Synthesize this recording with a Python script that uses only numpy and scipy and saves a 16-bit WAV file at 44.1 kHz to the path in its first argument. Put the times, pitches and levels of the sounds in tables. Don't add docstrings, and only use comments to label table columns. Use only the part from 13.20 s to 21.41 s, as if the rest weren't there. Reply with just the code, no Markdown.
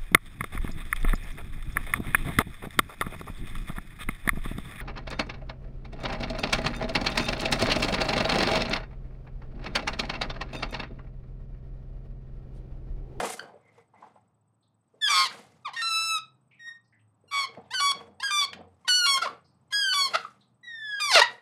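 import sys
import numpy as np
from scipy import signal
from scipy.io import wavfile
from scipy.ndimage import uniform_filter1d

SR = 44100
rng = np.random.default_rng(int(sys.argv[2]) if len(sys.argv) > 2 else 0)


def inscribe(sig):
    pcm = np.round(np.clip(np.atleast_2d(sig).T, -1, 1) * 32767)
    wavfile.write(sys.argv[1], SR, pcm.astype(np.int16))


N = 362237

# t/s, level/dB
RUMBLE_LEVEL = [(0.0, -61), (0.3, -68), (1.65, -74.5), (1.9, -65), (3.0, -66.5), (3.6, -74.5), (4.2, -68),
                (6.7, -67), (7.5, -70), (8.21, -73)]
# f/Hz, relative density/dB per Hz
RUMBLE_SPECTRUM = [(40, -42.5), (70, -24), (95, -4), (130, 0), (220, -2.5), (400, -16), (1000, -12.5),
                   (1500, -29), (3000, -38), (15000, -53.5)]
# t/s, f/Hz, level/dB before the waver
HUM_TRACKS = [
    [(0.3, 106, -71), (1.7, 110, -78), (1.95, 123, -71.5), (3.1, 130, -68), (3.4, 124, -77.5),
     (3.6, 119, -72.5), (3.9, 105, -65), (4.2, 92, -71.5), (5.4, 90, -63.5), (6.2, 89, -73), (7, 88, -79.5)],
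    [(4.0, 120, -84.5), (4.3, 126, -68.5), (4.9, 124, -68.5), (5.5, 120, -80.5), (6.7, 122, -74),
     (8.2, 120, -67)],
    [(6.1, 200, -87.5), (6.4, 201, -67.5), (7.0, 202, -67), (7.4, 200, -79)],
]
HUM_WAVER_HZ, HUM_WAVER = 3, 0.5
WHINE_HZ, WHINE_DB, WHINE_START_S, WHINE_LENGTH_S = 8030, -76, 0.011, 0.0089
WHINE_PER_S = 15
WHINE_REST_HZ, WHINE_REST_DB = 8460, -89
# f/Hz, t60/s
ROOM_DECAY = [(300, 0.035), (1500, 0.29), (5000, 0.22), (12000, 0.008)]
ROOM_DB, ROOM_DELAY_S = -11.5, 0.0014

# t/s, level/dB
WHISTLE_LEVEL = [(0.2, -76), (0.362, -87), (0.494, -64), (0.538, -78), (0.604, -68), (0.71, -103),
                 (0.76, -66), (0.9, -82)]
# f/Hz, width/Hz, level/dB per pass
WHISTLE_RESONANCE = [(2070, 250, 0)]
# peak t/s, level/dB, rise from 30 dB down/s (3 ms at least), t60/s,
# slope above 800 Hz/dB per octave, lift below 330 Hz/dB
GRIP_EVENTS = [(0.003, -26, 6, 0.017, -6.5, 6), (0.036, -32.5, 0.13, 0.2, -5, -1),
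               (0.125, -51.5, 0.8, 0.23, 5, -2.5), (0.24, -49, 0.2, 0.39, -9, 0),
               (0.6, -66.5, 0.4, 0.18, -2, -9), (0.83, -62.5, 0.18, 0.68, -3.5, 6),
               (2.15, -53.5, 0.33, 0.57, 1, 3.5), (4.321, -56, 0.24, 0.53, -6, -5),
               (4.374, -50.5, -0.13, 0.19, -20.5, 10), (4.812, -51, 0.41, 0.3, -4, 3),
               (4.875, -61.5, -0.56, 0.46, -21.5, 11), (5.41, -51, 0.32, 0.28, -16, 6),
               (6.05, -62, 0.39, 0.14, 4.5, -12.5), (6.13, -51.5, 0.57, 0.27, -5.5, 0.5),
               (6.94, -49.5, 0.35, 0.5, 0, -3), (8.12, -53, 0.5, 0.29, -2, -4)]
# f/Hz, relative density/dB per Hz
RUBBER_SPECTRUM = [(88, -43), (150, -16.5), (364, -16), (459, -7), (1010, -10.5), (1200, -13.5),
                   (9270, -27.5), (15000, -52.5)]
# f/Hz, width/Hz, level/dB
HOLLOW_MODES = [(200, 50, 4), (462.2, 18, 7), (730, 36, -0.5), (2070, 49, 3.5)]
# t/s, level/dB before a common 5.5 dB lift, centre f/Hz, t60/s
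BRUSH_EVENTS = [(1.424, -79.5, 3800, 0.28), (3.309, -65, 2380, 0.5), (3.46, -70.5, 1102, 0.56),
                (3.64, -81.5, 4900, 0.3), (3.723, -69, 1853, 0.3), (3.79, -77, 2760, 0.15),
                (4.44, -75.5, 3300, 0.17), (6.243, -74, 4700, 0.35), (7.206, -68, 3790, 0.21)]
TAP_EVENTS = [(0.332, -50.5, 530, 0.15), (0.734, -59.5, 800, 0.24), (0.821, -49.5, 850, 0.2),
              (0.955, -56, 754, 0.13), (1.735, -64, 489, 0.28), (2.108, -37.5, 1500, 0.041),
              (4.035, -66, 460, 0.17)]
SNAP_EVENTS = [(4.35, -53.5, 1480, 0.013), (5.331, -39, 1750, 0.039), (7.956, -7, 767, 0.0086)]
TOUCH_S = 0.006

# (t/s, f/Hz, level/dB before roughness)
FLUTTERS = [ (-2, -3, [(0.189, 1330, -52), (0.196, 1528, -28), (0.203, 1620, -69)]),
            (1.5, 4.5, [(1.808, 1850, -46), (1.825, 1751, -28), (1.85, 1710, -22), (1.881, 1595, -25.5)]),
            (4.5, 1, [(1.883, 1164, -36.5), (1.905, 1182, -20.5), (1.946, 1089, -26), (1.995, 1073, -23.5),
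            (2.04, 1063, -29.5), (2.075, 918, -34.5)]), (-3, 1, [(2.443, 1295, -52), (2.46, 1196, -29),
            (2.48, 966, -38), (2.5, 730, -44.5)]), (2.5, -0.5, [(2.53, 954, -37), (2.563, 1133, -47.5)]),
            (-2, -2.5, [(2.566, 1856, -34), (2.617, 1828, -32.5)]), (3.5, -3, [(2.62, 1336, -29.5),
            (2.665, 1347, -30.5), (2.74, 1314, -25.5), (2.86, 1324, -26.5), (2.945, 1303, -26),
            (2.988, 1235, -34.5)]), (-3.5, -7.5, [(3.39, 1886, -52.5), (3.446, 1854, -46),
            (3.472, 1872, -40.5), (3.488, 1870, -37), (3.504, 1835, -45.5), (3.526, 1871, -51.5),
            (3.548, 1842, -56), (3.575, 1860, -61)]), (7, 7, [(4.075, 1420, -62), (4.11, 1370, -62.5)]),
            (3, 2, [(4.115, 1138, -40), (4.14, 1130, -28.5), (4.2, 1116, -25.5), (4.24, 1085, -31),
            (4.258, 1006, -40.5)]), (3, 5, [(4.503, 824, -40.5), (4.538, 1038, -38)]),
            (2, -0.5, [(4.541, 1550, -29), (4.565, 1521, -28.5), (4.6, 1442, -28)]),
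            (4, -6, [(4.604, 1138, -25), (4.66, 1130, -21.5), (4.7, 1119, -24), (4.722, 1104, -23.5)]),
            (2.5, 0.5, [(4.998, 853, -28), (5.016, 1015, -48), (5.03, 1061, -36)]),
            (0.5, -5.5, [(5.034, 1646, -27.5), (5.07, 1614, -28), (5.105, 1566, -36)]),
            (4.5, -1, [(5.109, 1199, -27.5), (5.2, 1164, -25), (5.253, 1098, -29.5)]),
            (-7.5, 6.5, [(5.645, 1087, -39.5), (5.668, 1033, -61)]), (5, 8, [(5.674, 945, -51),
            (5.682, 947, -29)]), (4, -1.5, [(5.684, 1486, -24.5), (5.695, 1494, -18.5), (5.72, 1460, -21),
            (5.78, 1480, -22.5), (5.82, 1433, -26), (5.862, 1396, -22.5)]), (6, -2, [(5.866, 1121, -23.5),
            (5.89, 1117, -21), (5.94, 1093, -21.5), (5.975, 1057, -26.5)]), (3, 16, [(5.977, 704, -34),
            (5.995, 712, -36)]), (4, 17, [(6.012, 707, -39), (6.019, 687, -27), (6.027, 664, -21),
            (6.031, 730, -27.5)]), (-0.5, 2, [(6.033, 743, -31.5), (6.045, 685, -32), (6.058, 565, -31)]),
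            (0, 14.5, [(6.06, 501, -27), (6.068, 531.5, -41), (6.077, 588, -24), (6.081, 606, -47)]),
            (4.5, 4.5, [(6.502, 1070, -59), (6.522, 1028, -44)]), (2, 0.5, [(6.528, 1634, -30.5),
            (6.537, 1650, -25), (6.6, 1651, -25), (6.66, 1564, -27.5), (6.732, 1484, -24.5)]),
            (5.5, -4, [(6.74, 1155, -27.5), (6.8, 1122, -23.5), (6.856, 1084, -27.5), (6.885, 1005, -39)]),
            (0.5, 7.5, [(6.93, 630, -35.5), (6.942, 704, -26.5), (6.95, 605, -22.5), (6.958, 695, -19.5),
            (6.966, 724, -46)]), (-10.5, -9, [(7.044, 1210, -42.5), (7.05, 1204, -27), (7.056, 1290, -43)]),
            (-7, 1, [(7.428, 1940, -55), (7.448, 1952, -43.5), (7.5, 1878, -42), (7.618, 1752, -40),
            (7.712, 1679, -33), (7.8, 1606, -34.5)]), (5.5, 2, [(7.803, 1235, -29.5), (7.85, 1171, -25.5),
            (7.881, 1138, -28.5), (7.915, 1003, -24.5)]), (5, 3.5, [(7.918, 900, -24), (7.932, 745, -23),
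            (7.95, 718.5, -15.5)]), (0.5, -2.5, [(7.952, 723, -15.5), (7.97, 671, -12.5),
            (7.993, 561.5, -17)]), (2, -1.5, [(7.995, 484, -17), (8.003, 452, -11)]),
            (0.5, 9, [(8.012, 880, -20), (8.017, 922, -8.5), (8.028, 978, -16.5), (8.036, 990, -23)]), ]
# f/Hz, relative level/dB
NECK_COLOUR = [(450, 4.5), (700, 5), (1100, 7.5), (1600, -1.5), (2300, -1), (3200, -3.5), (4300, -3),
               (5500, -13), (7000, -21.5), (9000, -22), (12000, -36), (15000, -53)]
# t/s, f/Hz, depth
FLAP_TRACKS = [
    [(1.808, 895, .12), (1.84, 870, 0)],
    [(1.91, 110, 0), (1.945, 177, .9), (2.04, 180, .9), (2.07, 180, 0)],
    [(2.564, 925, .3), (2.62, 925, .3)],
    [(4.115, 155, .35), (4.165, 104, .3), (4.2, 97, .27), (4.258, 104, .35)],
]
# start t/s, end t/s, roughness 0-1
ROUGH_SPANS = [(.185, .21, .6), (1.881, 1.9, .68), (1.9, 2.05, .55), (2.05, 2.08, .8), (2.47, 2.6, .6),
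               (4.11, 4.26, .43), (5.075, 5.115, .55), (5.21, 5.255, .52), (5.672, 5.69, .75),
               (5.976, 5.997, .6), (6.012, 6.085, .36), (6.5, 6.536, .65), (6.93, 6.97, .65),
               (7.916, 7.955, .62), (7.955, 7.99, .46), (7.99, 8.013, .6), (8.013, 8.04, .3)]
# f/Hz, width/Hz, level/dB per pass
JET_MODES = [(900, 1300, -10.5), (4460, 7400, -25.5)]
CLEAR_ROUGHNESS, BEAT_HZ = .05, 260
RAGGED_S, RAGGED_ROUGHNESS = .008, .58
ONSET_S = .008
OVERLAP_S, LEAD_S = .009, .007
COUPLING_DB = 6
OVERTONE_WAVER_DB, OVERTONE_WAVER_S = 2.5, .04
FLAP_LAG = 1.7
SLACK_HZ, SLACK_RING_HZ, SLACK_RING_DB = 800, 5120, 3.5
CUTOFF_HZ = 15250


def amp(db):
    return 10 ** (np.asarray(db) / 20)


def rms_one(x):
    return x / np.sqrt(np.mean(np.abs(x) ** 2) + 1e-20)


def in_time(rows):
    s, *columns = np.transpose(rows)
    span = slice(int(s[0] * SR), min(int(s[-1] * SR), N))
    t = np.arange(span.start, span.stop) / SR
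    return span, [np.interp(t, s, c) for c in columns]


def at_hz(points, hz):
    table = np.array(points)
    return np.interp(np.log(hz), np.log(table[:, 0]), table[:, 1])


def soft_ends(length, fade_s):
    edge = np.minimum(np.arange(length), np.arange(length)[::-1])
    return np.clip(edge / (fade_s * SR), 0, 1)


def highpass(x, order, hz):
    return signal.sosfilt(signal.butter(order, hz, "high", fs=SR, output="sos"), x)


def bandpass(x, low_hz, high_hz):
    return signal.sosfilt(signal.butter(2, [low_hz, high_hz], "band", fs=SR, output="sos"), x)


def wander(hz):
    return rms_one(signal.sosfilt(signal.butter(2, hz, fs=SR, output="sos"), rng.standard_normal(N)))


def bands():
    edges = 40 * 2 ** np.arange(0, 9, .5)
    white = rng.standard_normal((2, N))
    return [(np.sqrt(lo * hi), bandpass(white[k % 2], lo, hi))
            for k, (lo, hi) in enumerate(zip(edges, edges[1:]))]


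def resonate(x, modes):
    out = 0
    for hz, width, level_db in modes:
        r = np.exp(-np.pi * width / SR)
        zeros = [(1 - r * r) / 2, 0, (r * r - 1) / 2]
        poles = [1, -2 * r * np.cos(2 * np.pi * hz / SR), r * r]
        out = out + amp(level_db) * signal.lfilter(zeros, poles, x)
    return out


def rumble():
    _, (level_db,) = in_time(RUMBLE_LEVEL)
    noise = rms_one(sum(amp(at_hz(RUMBLE_SPECTRUM, hz)) * band for hz, band in bands()))
    return noise * amp(np.pad(level_db, (0, N - len(level_db)), "edge"))


def hums():
    out = np.zeros(N)
    for rows in HUM_TRACKS:
        span, (hz, level_db) = in_time(rows)
        waver = 1 + HUM_WAVER * (wander(HUM_WAVER_HZ) + 1j * wander(HUM_WAVER_HZ))[span]
        tone = np.real(waver * np.exp(2j * np.pi * np.cumsum(hz) / SR))
        out[span] += amp(level_db) * soft_ends(len(hz), 0.057) * tone
    return out


def whine():
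    t = np.arange(N) / SR
    gate = (t - WHINE_START_S) % (1 / WHINE_PER_S) < WHINE_LENGTH_S
    on = uniform_filter1d(1. * gate, size=60)
    pulses = amp(WHINE_DB) * on * np.sin(2 * np.pi * WHINE_HZ * t)
    flicker = (1 - on) * np.abs(wander(12))
    return pulses + amp(WHINE_REST_DB) * flicker * np.sin(2 * np.pi * WHINE_REST_HZ * t)


def room(x):
    t = np.arange(SR // 2) / SR
    tail = sum(band[SR:SR + len(t)] * amp(-60 * t / at_hz(ROOM_DECAY, hz)) for hz, band in bands())
    tail = tail * np.clip(t / ROOM_DELAY_S - 1, 0, 1)
    return amp(ROOM_DB) * signal.fftconvolve(x, tail / np.sqrt(np.sum(tail ** 2)))[:N]


def whistle():
    out = np.zeros(N)
    span, (level_db,) = in_time(WHISTLE_LEVEL)
    breath = rng.standard_normal(len(level_db))
    out[span] = amp(level_db) * rms_one(resonate(resonate(breath, WHISTLE_RESONANCE), WHISTLE_RESONANCE))
    return out


def rustle():
    out, t = np.zeros(N), np.arange(N) / SR
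    noise, grain = bands(), amp(1.8 * wander(45))
    scale = np.std(sum(amp(at_hz(RUBBER_SPECTRUM, hz)) * band for hz, band in noise if 260 < hz < 800))
    noise = [(hz, band * grain * amp(at_hz(RUBBER_SPECTRUM, hz) + 2.2 * wander(46)) / scale)
             for hz, band in noise]
    for s, peak_db, rise, t60, slope_db, bass_db in GRIP_EVENTS:
        rise = max(rise, .003)
        span = slice(max(int((s - 2 * rise) * SR), 0), int((s + t60) * SR))
        since = t[span] - s
        swell_db = peak_db + np.where(since < 0, 30 * since / rise, -60 * since / t60)
        coloured = sum(band[span] * amp(slope_db * np.log2(max(hz / 800, 1)) + bass_db * (hz < 330))
                       for hz, band in noise)
        out[span] += amp(swell_db) * coloured
    return out


def bursts(events, q, attack_s):
    out, t = np.zeros(N), np.arange(SR // 2) / SR
    for s, level_db, hz, t60 in events:
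        noise = rms_one(bandpass(rng.standard_normal(len(t)), hz / (1 + 1 / q), hz * (1 + 1 / q)))
        decay = amp(level_db + 5.5 - 60 * t / max(t60, .003))
        attack = np.minimum(t / attack_s, 1)
        at = int(s * SR)
        out[at:at + len(t)] += (decay * attack * noise)[:N - at]
    return out


def roughness():
    rough, last_end = np.full(N, CLEAR_ROUGHNESS), -np.inf
    for *_, rows in FLUTTERS:
        start, end = rows[0][0], rows[-1][0]
        rough[int((end - RAGGED_S) * SR):int(end * SR)] = RAGGED_ROUGHNESS
        if start - last_end < OVERLAP_S:
            rough[int(last_end * SR):int((start + RAGGED_S) * SR)] = RAGGED_ROUGHNESS
        last_end = end
    for start, end, value in ROUGH_SPANS:
        rough[int(start * SR):int(end * SR)] = value
    return uniform_filter1d(rough, size=200)


def slow_flap():
    flap = np.zeros(N, complex)
    for rows in FLAP_TRACKS:
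        span, (hz, depth) = in_time(rows)
        flap[span] = depth * np.exp(2j * np.pi * np.cumsum(hz) / SR)
    return flap


def harmonic_stack(hz, slope_db, octave_db, jitter, flap):
    phase = 2 * np.pi * np.cumsum(hz) / SR + jitter
    k = np.arange(1, int(15500 / hz.max()) + 1)[:, None]
    ring_db = SLACK_RING_DB * (hz.mean() < SLACK_HZ) * np.exp(-(4 * np.log2(k * hz / SLACK_RING_HZ)) ** 2)
    gains = amp(at_hz(NECK_COLOUR, k * hz) + slope_db * np.log2(k) + octave_db * (k == 2) + ring_db)
    gains = gains / np.sqrt(np.sum(gains ** 2, axis=0) / 2)
    lags = rng.normal(0, .65, size=48)[k]
    knots = rng.standard_normal((48, 12))
    step = np.arange(len(hz)) / (OVERTONE_WAVER_S * SR)
    waver = [np.interp(step, np.arange(12), knots[j]) for j in k[:, 0]]
    gains = gains * amp(OVERTONE_WAVER_DB * (k > 2) * waver)
    sides = flap * np.exp(1j * rng.normal(0, FLAP_LAG, size=48)[k])
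    side_lines = 1 + sides + .25 * sides ** 2 + .25 * sides ** 3
    return np.sum(gains * side_lines * np.exp(1j * (k * phase + lags)), axis=0)


def jet_noise(squeal):
    flow = np.sqrt(np.abs(uniform_filter1d(squeal ** 2, size=800)))
    gusts = amp(3 * wander(10))
    return gusts * flow * resonate(resonate(rng.standard_normal(N), JET_MODES), JET_MODES)


def squeals():
    lanes = np.zeros((2, N), complex)
    unsteady = roughness() ** 2
    jitter = .28 * unsteady * wander(300)
    shimmer = 1 + .4 * unsteady * (wander(400) + 1j * wander(400))
    beat = 2 * np.pi * np.cumsum(BEAT_HZ * (1 + .2 * wander(25))) / SR
    shimmer += .5 * unsteady * np.cos(beat)
    flap = slow_flap()
    jitter += .2 * flap.imag
    starts = [rows[0][0] for *_, rows in FLUTTERS[1:]] + [np.inf]
    for i, ((slope_db, octave_db, rows), next_start) in enumerate(zip(FLUTTERS, starts)):
        first, last = rows[0], rows[-1]
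        jumped = 0 < first[0] - FLUTTERS[i - 1][2][-1][0] < OVERLAP_S
        lead = LEAD_S if jumped else 0
        linger = OVERLAP_S if next_start - last[0] < OVERLAP_S else OVERLAP_S / 4
        span, (hz, level_db) = in_time([(first[0] - lead, *first[1:]), *rows, (last[0] + linger, *last[1:])])
        stack = harmonic_stack(hz, slope_db, octave_db, jitter[span], flap[span])
        stack *= np.minimum(np.arange(len(hz)) / (ONSET_S * SR), 1)
        lanes[i % 2, span] = amp(level_db) * soft_ends(len(hz), .005) * stack * shimmer[span]
    sum_tones = amp(COUPLING_DB) * lanes[0] * lanes[1]
    out = np.real(lanes[0] + lanes[1] + sum_tones)
    out += jet_noise(out)
    return highpass(out, 6, 400)


def scene():
    background = rumble() + hums() + whine()
    hands = rustle()
    lumps = amp(3 * wander(18))
    handling = whistle() + hands + resonate(lumps * hands, HOLLOW_MODES)
    brushes = bursts(BRUSH_EVENTS, q=9.0, attack_s=TOUCH_S)
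    taps = bursts(TAP_EVENTS, q=4.3, attack_s=TOUCH_S)
    snaps = bursts(SNAP_EVENTS, q=1.0, attack_s=0.00048)
    near = brushes + taps + snaps + squeals()
    return (background + handling + near + room(near))[None]


def record(dry):
    thin = highpass(np.tanh(dry), 4, 72)
    return signal.sosfilt(signal.cheby2(14, 70, CUTOFF_HZ + 150, fs=SR, output="sos"), thin)


dry = scene()
out = record(dry)
inscribe(out)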